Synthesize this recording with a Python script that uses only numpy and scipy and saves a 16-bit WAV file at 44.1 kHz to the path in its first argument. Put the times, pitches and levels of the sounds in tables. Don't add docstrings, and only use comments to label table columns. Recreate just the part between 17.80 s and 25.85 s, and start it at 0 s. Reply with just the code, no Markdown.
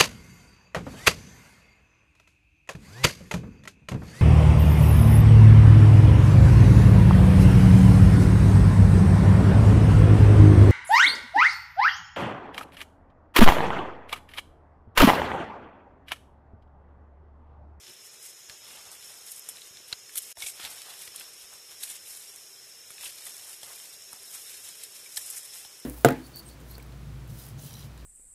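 import sys
import numpy as np
from scipy import signal
from scipy.fft import rfft, irfft, next_fast_len
from scipy.io import wavfile
from scipy.ndimage import uniform_filter1d, minimum_filter1d

SR = 44100
rng = np.random.default_rng(int(sys.argv[2]) if len(sys.argv) > 2 else 0)


def ratio_of_db(decibels):
    return 10 ** (np.asarray(decibels, float) / 20)


def dump(signal):
    limited = np.clip(np.atleast_2d(signal).T, -1, 1)
    pcm = np.round(limited * 32767).astype(np.int16)
    wavfile.write(sys.argv[1], SR, pcm)


N = 355005


def rms_one(x):
    return x / np.sqrt(np.mean(x ** 2) + 1e-20)


def at_peak(x, db):
    return ratio_of_db(db) * x / np.abs(x).max()


def drift(rate_hz):
    r = np.exp(-80 * np.pi * rate_hz / SR)
    slow = signal.lfilter([1], [1, -2 * r, r * r], rng.standard_normal(N // 40 + 2002))[2000:]
    return np.interp(np.arange(N) / 40, np.arange(len(slow)), rms_one(slow))


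def band(x, low_hz, high_hz):
    edges_hz = [low_hz, min(high_hz, .45 * SR)]
    return signal.sosfilt(signal.butter(2, edges_hz, "band", fs=SR, output="sos"), x)


def resonance(x, hz, width_hz):
    r = np.exp(-np.pi * width_hz / SR)
    poles = [1, -2 * r * np.cos(2 * np.pi * hz / SR), r * r]
    return signal.lfilter([(1 - r * r) / 2, 0, (r * r - 1) / 2], poles, x)


def add(out, start_s, piece):
    i = round(start_s * SR)
    out[i:i + len(piece)] += piece[:N - i]


def first_scene():
    return np.arange(N) / SR < SCENE_CHANGE[3][0]


# most_force_s, build_up_s per 10 dB, dying_s per 10 dB, dry_leaf_db, weight_db
PUSHES = [(0.08, .03, .05, -54, 6), (0.268, .035, .015, -50, -3), (0.335, .015, .04, -55, 3),
          (0.425, .025, .06, -49, -6), (.465, .04, .04, -49, -3), (.50, .04, .025, -49, -8),
          (.60, .04, .02, -55, -3), (0.70, .015, .06, -54, 8), (0.88, .05, .25, -54, 8),
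          (.95, .1, .1, -54, 6), (1.07, .04, .03, -53, 4), (1.125, .03, .07, -52, 4),
          (1.25, .08, .2, -51, 3.5), (1.39, .12, .04, -55, 3), (1.475, .04, .05, -49, -3),
          (1.518, .025, .02, -43, -5), (1.575, .05, .035, -46, -4), (1.65, .05, .05, -55, 2),
          (1.692, .006, .02, -44, -6), (1.74, .08, .15, -57, 6), (1.87, .14, .05, -54, 1),
          (1.97, .04, .04, -62, 9), (2.088, .025, .05, -52, 2), (2.128, .03, .025, -54, 9),
          (2.335, .1, .03, -55, 0), (2.378, .03, .022, -37, -4), (2.425, .03, .07, -46, -2),
          (2.475, .06, .14, -47.5, 2),
          (2.631, 0.041, 0.058, -39, -1), (2.667, 0.0069, 0.05, -39, -7),
           (2.70, 0.024, 0.0082, -34.5, -5.5), (2.75, 0.027, 0.054, -51, 6), (2.80, .008, .02, -56, 4),
           (2.835, 0.04, 0.068, -43.5, 8), (2.86, 0.034, .035, -51, 12), (2.91, 0.03, 0.12, -45.5, 4),
           (3.10, 0.077, 0.099, -48, 4), (3.211, 0.053, 0.064, -43, 2.5), (3.275, 0.04, 0.036, -47.5, 2),
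           (3.36, 0.017, 0.058, -50, 4.5), (3.41, 0.051, 0.071, -47.5, 6), (3.641, 0.15, 0.034, -52.5, 2),
           (3.731, 0.027, 0.063, -50.5, 3), (3.92, 0.027, 0.036, -49, 5), (4.038, 0.019, 0.019, -37, -0.5),
           (4.111, 0.096, 0.063, -40.5, 2), (4.28, 0.04, 0.27, -43.5, -1.5), (4.55, 0.18, 0.41, -59, -4),
          (5.11, 0.051, 0.18, -51, 1), (5.232, .03, .02, -44, 3), (5.246, 0.012, 0.012, -41, -1),
            (5.265, .015, .06, -39, 2), (5.385, 0.013, .012, -53, 4), (5.455, 0.12, .02, -45, 1),
            (5.47, 0.012, 0.03, -43, 2), (5.52, .05, .2, -47, 1), (5.70, 0.042, 0.075, -44, -1),
            (5.84, 0.044, 0.34, -48, 1.5), (6.02, 0.15, 0.22, -51, 1), (6.33, 0.059, 0.16, -52.5, 3),
            (6.55, 0.091, 0.12, -43, -2), (6.74, 0.17, 0.17, -45.5, 0.5), (6.89, 0.11, 0.093, -47, 0.5),
            (7.029, 0.05, 0.027, -49, 6), (7.21, 0.42, 0.086, -51, 1), (7.375, 0.014, 0.022, -30, -6),
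            (7.42, 0.047, 0.19, -46, 0.5), (7.575, 0.26, 0.06, -41, -4), (7.655, 0.035, 0.066, -50.5, -2),
            (7.755, 0.04, 0.053, -43.5, 0.5), (7.806, 0.052, 0.033, -45.5, -1.5),
            (7.86, 0.04, 0.05, -53, -0.5), (7.99, 0.073, 0.072, -58, -0.5)]
# offset_db, force_share [ratio], weight_share [ratio], wander_db
ANSWERS = [
    (0.5, 0.9, 0.055, 0),
    (-8.5, 0.97, 1.0, 0.5),
    (-19, 0.67, 1.4, 3),
    (-31.5, 0.23, 1.2, 1),
]


def pushes():
    mean_push_db, stir_db = -46, -63
    t, power = np.arange(0, N + 64, 64) / SR, 0
    offset_db, force, heavy, wander_db = np.transpose(ANSWERS)[:, :, None]
    for s, rise_s, fall_s, db, weight_db in PUSHES:
        rising, falling = (s - t) / max(rise_s, .005), (t - s) / max(fall_s, .005)
        slope_db = -10 * np.where(t < s, rising, falling)
        power = power + ratio_of_db(2 * (force * (db - mean_push_db) + heavy * weight_db + slope_db))
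    stir = ratio_of_db(2 * (stir_db - mean_push_db))
    level_db = mean_push_db + offset_db + 10 * np.log10(power + stir)
    return [np.interp(np.arange(N) / 64, np.arange(len(t)), row) + db * drift(6.0)
            for row, db in zip(level_db, wander_db[:, 0])]


# low_hz, high_hz, tilt_db per octave, grains_per_s, size_spread_db, smooth_share [ratio]
LEAF_KINDS = [
    (5214, 11680, 6, 2400, 3, .5),
    (1558, 4460, 3.5, 1000, 3.5, .45),
    (495, 1600, -1, 960, 3, .7),
    (56, 320, -1.5, 91, -2, .7),
]


def leaves():
    out, clumps = np.zeros(N), drift(40.0)
    for level_db, (low_hz, high_hz, tilt_db, per_s, spread_db, smooth) in zip(pushes(), LEAF_KINDS):
        sizes = ratio_of_db(spread_db * np.minimum(rng.exponential(1, N), 4.0)) * rng.choice([-1, 1], N)
        grains = rms_one(sizes * (rng.random(N) < per_s * ratio_of_db(4.0 * clumps) / SR))
        patch_of_grain = rng.integers(0, 6, N)
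        edges_hz = np.geomspace(low_hz, high_hz, 7)
        smooth, layer = np.clip(smooth, 0, 1), 0
        for k in range(6):
            crackle = np.sqrt(6) * grains * (patch_of_grain == k)
            rub = smooth * rng.standard_normal(N) + (1 - smooth) * crackle
            patch_db = tilt_db * np.log2(edges_hz[k] / low_hz) + 0.9 * drift(12.0) + .7 * clumps
            layer = layer + ratio_of_db(patch_db) * band(rub, edges_hz[k] / 1.102, edges_hz[k + 1] * 1.164)
        out += ratio_of_db(level_db + 0.5) * rms_one(layer)
    return out


def volleys(rows, fade_s, usual_db, spread_db, rise_s, break_db):
    longer_per_db = 0.34
    t = np.arange(SR // 10) / SR
    fibres, uneven = rng.standard_normal((len(rows), 2, len(t))).transpose(1, 0, 2)
    fade_s = fade_s * ratio_of_db(longer_per_db * (np.array(rows)[:, 1:2] - usual_db))
    out = fibres * ratio_of_db(spread_db * uneven - 60 * t / fade_s) * np.minimum(t / rise_s, 1)
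    out[:, 8] += ratio_of_db(break_db)
    return out


# start_s, peak_db, ring_hz, lower_ring_hz, splinter_peak_db
SNAPS = [(0.697, -28, 4500, 1560, -40), (1.6883, -38.5, 3230, 2860, -17), (2.1266, -24, 4200, 2950, -38),
         (2.3562, -31, 3450, 2950, -19), (2.3774, -26.5, 3730, 3100, -15), (2.604, -31, 5640, 3470, -36),
         (2.6217, -28, 3400, 2220, -24), (2.6636, -30, 3600, 2220, -27), (2.685, -37, 2820, 2220, -33),
         (2.824, -34.5, 2470, 1390, -33), (3.2197, -34, 3420, 2110, -26), (3.277, -33, 3300, 1980, -37),
         (3.3606, -35, 3180, 2880, -20.5), (3.397, -38, 4460, 2900, -26.5), (4.0326, -27, 3800, 3200, -22),
         (4.036, -28, 4130, 3560, -16.5), (4.2727, -37.5, 3770, 2230, -38),
         (5.1058, -42, 3770, 2580, -28.5), (5.4667, -35.5, 3420, 1910, -25), (5.832, -31, 3260, 2830, -27),
         (7.0357, -36, 3600, 2080, -19.5), (7.3710, -23, 4880, 4000, -22)]
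# start_s, peak_db, ring_hz, lower_ring_hz
TWIGS = [(0.036, -40, 3200, 2630), (0.068, -39.5, 3360, 2840), (0.08, -41.5, 3700, 2930),
         (0.8545, -39, 3370, 2600), (0.973, -38, 3350, 1670), (1.2268, -38, 3700, 2170),
         (1.475, -43, 3460, 1970), (1.7693, -39.5, 3800, 2630), (1.8187, -37, 3800, 2720),
         (1.855, -42.5, 3770, 3020), (1.872, -43, 3770, 2850), (1.9716, -37, 4050, 2820),
         (2.294, -40.5, 2210, 1470), (2.383, -31, 3530, 2870), (2.5702, -38.5, 3820, 1800),
         (2.6245, -34, 3040, 2150), (2.636, -32, 3600, 2220), (2.6421, -37, 3400, 2250),
         (2.6675, -32.5, 3540, 2280), (2.7987, -35, 3350, 2270), (2.838, -34, 2210, 1480),
         (2.851, -33.5, 2420, 1690), (2.864, -38, 3580, 2020), (3.1056, -35.5, 3560, 2800),
         (3.4096, -34.5, 2900, 2300), (4.413, -42, 3900, 2770), (5.1818, -36.5, 2780, 1690),
         (5.2336, -36, 3430, 2660), (5.2565, -32.5, 3020, 2500), (5.263, -33, 3100, 2430),
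         (5.272, -40, 3950, 2950), (5.245, -37, 4300, 3300), (5.384, -37, 4160, 3170),
         (5.421, -35, 4100, 3300), (5.5953, -37.5, 3500, 2800), (5.7308, -39, 2880, 2200),
         (6, -37, 3400, 2920), (7.261, -47, 3230, 2325), (7.375, -30.5, 4750, 1760),
         (7.3782, -31, 4120, 3020), (7.8485, -37.5, 3530, 2750)]


def snaps():
    out, rows = np.zeros(N), [row[:4] for row in SNAPS] + TWIGS
    torn = volleys(rows, fade_s=.016, usual_db=-34.0, spread_db=3.5, rise_s=0.00056, break_db=17.95)
    for (s, peak_db, hz, lower_hz), volley in zip(rows, torn):
        ring = resonance(volley, hz, .16 * hz)
        ring -= ratio_of_db(-1.5) * resonance(volley, lower_hz, .13 * lower_hz)
        ring += 0.39 * resonance(volley, 1.55 * hz, .15 * hz)
        thin = np.clip(0.25 * ratio_of_db(-.4 * (peak_db + 25.5)), 0, 1)
        add(out, s, at_peak(ring + thin * band(volley, 1700, 5500), peak_db + 3.0))
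    return out


# start_s, peak_db, pitch_hz
CRACKS = [(0.4272, -33, 10500), (.466, -32, 9000), (.487, -38, 10500), (1.116, -28.5, 8850),
          (1.465, -30.5, 9800), (1.505, -40, 11900), (1.5174, -20, 12500), (1.696, -28, 9600),
          (2.3655, -24, 12200), (2.3722, -16, 12600), (2.3828, -14, 10000), (2.42, -28, 11500),
          (2.4266, -30, 9500), (2.4335, -33, 10000), (2.9075, -32, 8350), (3.192, -30, 10200),
          (4.0904, -27, 9000), (4.1000, -23.5, 8400), (4.1135, -35, 8500), (7.5083, -22.5, 8560),
          (5.229, -28, 11800), (5.2423, -32, 7660), (5.26, -29, 7900), (5.268, -31, 8800),
          (5.279, -32, 8800), (5.454, -25, 10000), (5.4947, -32.5, 8440), (5.695, -31, 10400),
          (5.731, -31, 10100), (6.8882, -27, 9050), (7.3607, -24, 9530), (7.375, -20, 12800),
          (7.463, -25, 9800), (7.4713, -26, 8900), (7.5012, -18.5, 10600), (7.567, -24, 7940)]


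def cracks():
    splinters = [(row[0], row[4], 9800) for row in SNAPS]
    out, rows = np.zeros(N), CRACKS + splinters
    torn = volleys(rows, fade_s=0.028, usual_db=-27.5, spread_db=3.5, rise_s=0.00036, break_db=20.1)
    for (s, peak_db, hz), volley in zip(rows, torn):
        brittle = resonance(volley, hz, 0.29 * hz) + 0.36 * volley
        add(out, s, at_peak(band(brittle, 5200, 16800), peak_db + 2.5))
    return out


# start_s, peak_db, pitch_hz
KNOCKS = [(1.688, -46.5, 603), (2.001, -49.5, 500), (2.127, -37, 1840), (2.571, -46.5, 710),
          (2.619, -45, 800), (2.661, -45.5, 700), (2.797, -39, 1380), (3.065, -48.5, 1120),
          (3.275, -52, 480), (5.104, -46, 1430), (5.234, -44.5, 1060), (5.467, -46.5, 1170),
          (5.83, -45, 720), (6.332, -47.5, 835), (7.374, -46, 810), (7.849, -49.5, 790)]


def knocks():
    out = np.zeros(N)
    torn = volleys(KNOCKS, fade_s=.038, usual_db=-46.5, spread_db=2.7, rise_s=0.00068, break_db=17)
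    for (s, peak_db, hz), volley in zip(KNOCKS, torn):
        hollow = resonance(volley, hz, 0.18 * hz) + 0.24 * band(volley, 250, 2000)
        add(out, s, at_peak(hollow, peak_db + 3.0))
    return out


# start_s, peak_db, pitch_hz
TICKS = [(0.0679, -33.5, 3100), (.2216, -40, 12000), (.2701, -37, 9500), (.3241, -39, 7500),
         (.4426, -35, 9500), (1.5107, -28, 13000), (1.5281, -30, 10500), (1.5946, -21, 12100),
         (1.7711, -35, 3300), (1.7841, -41, 2500), (1.8191, -36, 3300), (1.8561, -38, 3400),
         (1.9711, -36, 3600), (2.0811, -34, 9800), (2.1269, -27, 10000), (2.1273, -29, 8000),
         (2.3581, -16, 10200), (2.378, -10, 12500), (2.6216, -29, 5500), (2.6371, -31, 5300),
         (2.6633, -27, 6500), (2.6861, -21, 8800), (3.0185, -25, 9500), (3.0186, -30, 5200),
         (3.0187, -35, 2800), (3.3984, -22, 12300), (3.7291, -44, 1350), (4.5613, -26, 9700),
         (5.1049, -37, 2400), (5.2439, -24, 7900), (5.4426, -30, 10500), (5.4956, -27, 10500),
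         (5.5676, -27, 9700), (5.8471, -31, 8500), (6.1372, -31, 9600), (6.2223, -29, 7500),
         (6.3291, -39, 1140), (6.3315, -21, 10000), (6.4333, -28, 9800), (7.0304, -28, 10500),
         (7.2926, -34, 8800), (7.6326, -26, 8850), (7.6521, -27, 9900), (7.6881, -33, 9000),
         (7.9291, -34, 10000), (8.0001, -33, 9500)]


def ticks():
    out, click = np.zeros(N), np.zeros(SR // 100)
    click[0] = 1
    for (s, peak_db, hz), sign in zip(TICKS, rng.choice([-1, 1], len(TICKS))):
        damped = resonance(resonance(click, hz, .45 * hz), hz, 0.79 * hz)
        add(out, s, sign * at_peak(damped, peak_db))
    return out


# start_s, peak_db, pitch_hz, fade_s (time to fall by about 120 dB)
RINGS = [(1.6905, -43.5, 3250, 0.037), (2.1272, -27.5, 2990, 0.027), (2.128, -33, 5300, 0.014),
         (2.1267, -19.5, 4100, 0.022), (2.1288, -25, 4500, 0.021), (2.1275, -30, 3650, .02),
         (2.128, -33, 1500, .025), (2.5712, -44, 707, .05), (2.622, -30, 5700, 0.034),
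         (7.372, -33, 3220, 0.04), (7.37, -29, 4360, 0.018), (2.356, -43.5, 1310, 0.042),
         (2.622, -31, 2240, 0.049), (2.6222, -33, 3480, 0.032), (2.637, -38, 2340, 0.033),
         (2.664, -37.5, 2330, 0.045), (2.664, -37.5, 3400, 0.025), (2.685, -38, 2240, 0.031),
         (3.276, -34.5, 1980, .03), (3.344, -46.5, 1157, .1), (5.468, -43, 1900, .04),
         (7.26, -41, 2310, 0.049), (7.374, -39, 1767, 0.049), (7.372, -30, 5400, .03),
         (7.373, -27, 8000, .025)]


def rings():
    out, t = np.zeros(N), np.arange(SR // 8) / SR
    for (s, peak_db, hz, fade_s), noise in zip(RINGS, rng.standard_normal((len(RINGS), len(t)))):
        knock = noise * ratio_of_db(-120 * t / fade_s)
        add(out, s, at_peak(resonance(knock, hz, 4.6 / fade_s), peak_db))
    return out


# start_s, peak_db, pitch_hz
THUMPS = [(.354, -68, 71), (0.676, -53, 101), (1.048, -57, 90), (1.889, -54, 151), (2.106, -44, 104),
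          (2.559, -53, 80), (2.616, -52, 69), (2.82, -53, 89.5), (3.26, -55, 113), (3.614, -58, 55.4),
          (3.71, -62, 60.4), (5.087, -55, 152), (5.179, -60, 81), (5.238, -58, 89.5), (5.46, -69, 60),
          (5.813, -57, 110), (6.314, -52, 200), (7.355, -57.5, 60.5), (7.834, -57, 99)]


def thumps():
    out, t = np.zeros(N), np.arange(SR // 6) / SR
    for s, peak_db, hz in THUMPS:
        swing = ratio_of_db(peak_db + 5.5 - 60 * t * hz / 2.5) * np.sin(2 * np.pi * hz * t)
        add(out, s + 0.019, swing)
    return band(out, 45, 350)


# start_s, length_s, pitch_hz
GRUNT = (0.072, 0.045, 120.7)
# multiple [of the pitch], level_db
GRUNT_PARTIALS = [(1, -62.5), (2, -65), (3, -55), (4, -74)]


def grunt():
    out, (s, length_s, hz) = np.zeros(N), GRUNT
    t = np.arange(round(length_s * SR)) / SR
    voice = sum(ratio_of_db(db) * np.sin(2 * np.pi * k * hz * t) for k, db in GRUNT_PARTIALS)
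    add(out, s, np.sin(np.pi * t / length_s) * voice)
    return out


# pitch_hz, width_hz, level_db
INSECTS = [
    [(5070, 60, -63), (5190, 50, -68), (5300, 50, -64), (5355, 35, -60), (5630, 40, -69), (6600, 900, -58)],
    [(5035, 70, -63.5), (5250, 45, -59.5), (5335, 50, -61.5), (5410, 40, -67.5), (5565, 55, -61), (6540, 300, -62)],
]


def insects():
    scenes = []
    for choruses in INSECTS:
        singing = 0
        for hz, width_hz, db in choruses:
            song = resonance(resonance(rng.standard_normal(N), hz, width_hz), hz, width_hz)
            singing = singing + ratio_of_db(db + 2.3 * drift(12.0)) * rms_one(song)
        scenes.append(singing)
    return np.where(first_scene(), scenes[0], scenes[1])


# pitch_hz, level_db per Hz
HUSH = [(18, -55), (30, -41), (97, -12.5), (270, -18.5), (395, -6), (872, -15.5), (2420, -10.5),
        (3550, -8.5), (4700, -13), (5210, -5.5), (5920, -6.5), (6560, -7.5), (7840, -10), (10100, -10.5),
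        (13400, -12)]


def hush():
    hz, level_db = np.transpose(HUSH)
    size = next_fast_len(N)
    log_hz = np.log(np.fft.rfftfreq(size, 1 / SR) + 1)
    shape = ratio_of_db(np.interp(log_hz, np.log(hz), level_db))
    out = ratio_of_db(-51.0) * rms_one(irfft(rfft(rng.standard_normal(size)) * shape, size)[:N])
    treble = signal.sosfiltfilt(signal.butter(3, 7400, "high", fs=SR, output="sos"), out)
    return out - treble * (1 - ratio_of_db(-2.5)) * first_scene()


def scene():
    near, echo = snaps() + cracks() + knocks() + ticks() + rings(), np.zeros(N)
    add(echo, .0023, ratio_of_db(-14.5) * near)
    return (near + echo + thumps() + grunt() + leaves() + insects() + hush())[None]


# pitch_hz, width_hz, level_db
HOUSING = [(4700, 780, -2.5), (6290, 240, -5.5), (9300, 330, -2.5), (11190, 710, -5.5), (8520, 900, 1.5),
           (10200, 650, 1.5)]


def housing(x):
    for hz, width_hz, level_db in HOUSING:
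        x = x - (1 - ratio_of_db(level_db)) * resonance(x, hz, width_hz)
    return x


# pitch_hz, step_db re the neighbourhood's rms
COARSE = [(300, -10), (1500, 3), (2500, 6.5), (4100, 9.5), (4500, 9.5), (4850, 6), (5000, -2), (9000, -2),
          (11400, 2), (13000, -2)]


def coarse_rounding(x, size=1024):
    n, k = np.arange(2 * size), np.arange(size)
    window = np.sin(np.pi * (n + .5) / (2 * size))
    basis = np.cos(np.pi / size * np.outer(k + .5, n + .5 + size / 2)) * window
    padded = np.pad(x, (size, 2 * size - len(x) % size))
    lines = np.lib.stride_tricks.sliding_window_view(padded, 2 * size)[::size] @ basis.T
    hz, step_db = np.transpose(COARSE)
    nearby = uniform_filter1d(lines ** 2, size=48, axis=1)
    mask = minimum_filter1d(nearby, size=3, axis=0)
    moody_db = 4.5 * np.repeat(rng.standard_normal((len(lines), size // 4)), 4, axis=1)
    step = np.sqrt(mask) * ratio_of_db(np.interp(k * SR / 2 / size, hz, step_db) + moody_db) + 1e-9
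    frames = (np.round(lines / step) * step) @ basis * 2 / size
    return (frames[1:, :size] + frames[:-1, size:]).ravel()[:N]


# time_s, level_db
SCENE_CHANGE = [(0, 0), (2.527, 0), (2.529, -20), (2.545, -28), (2.551, -22), (2.556, -13), (2.5695, -7),
                (2.5705, 0), (8.05, 0)]


def dropout(x):
    s, level_db = np.transpose(SCENE_CHANGE)
    return x * ratio_of_db(np.interp(np.arange(N) / SR, s, level_db))


def band_limit(x):
    return signal.sosfilt(signal.butter(12, 14730, fs=SR, output="sos"), x)


def record(dry):
    x = dropout(coarse_rounding(housing(dry[0])))
    x = signal.sosfilt(signal.ellip(10, .5, 60, 13500, fs=SR, output="sos"), x)
    return band_limit(x[None])


dry = scene()
out = record(dry)
dump(out)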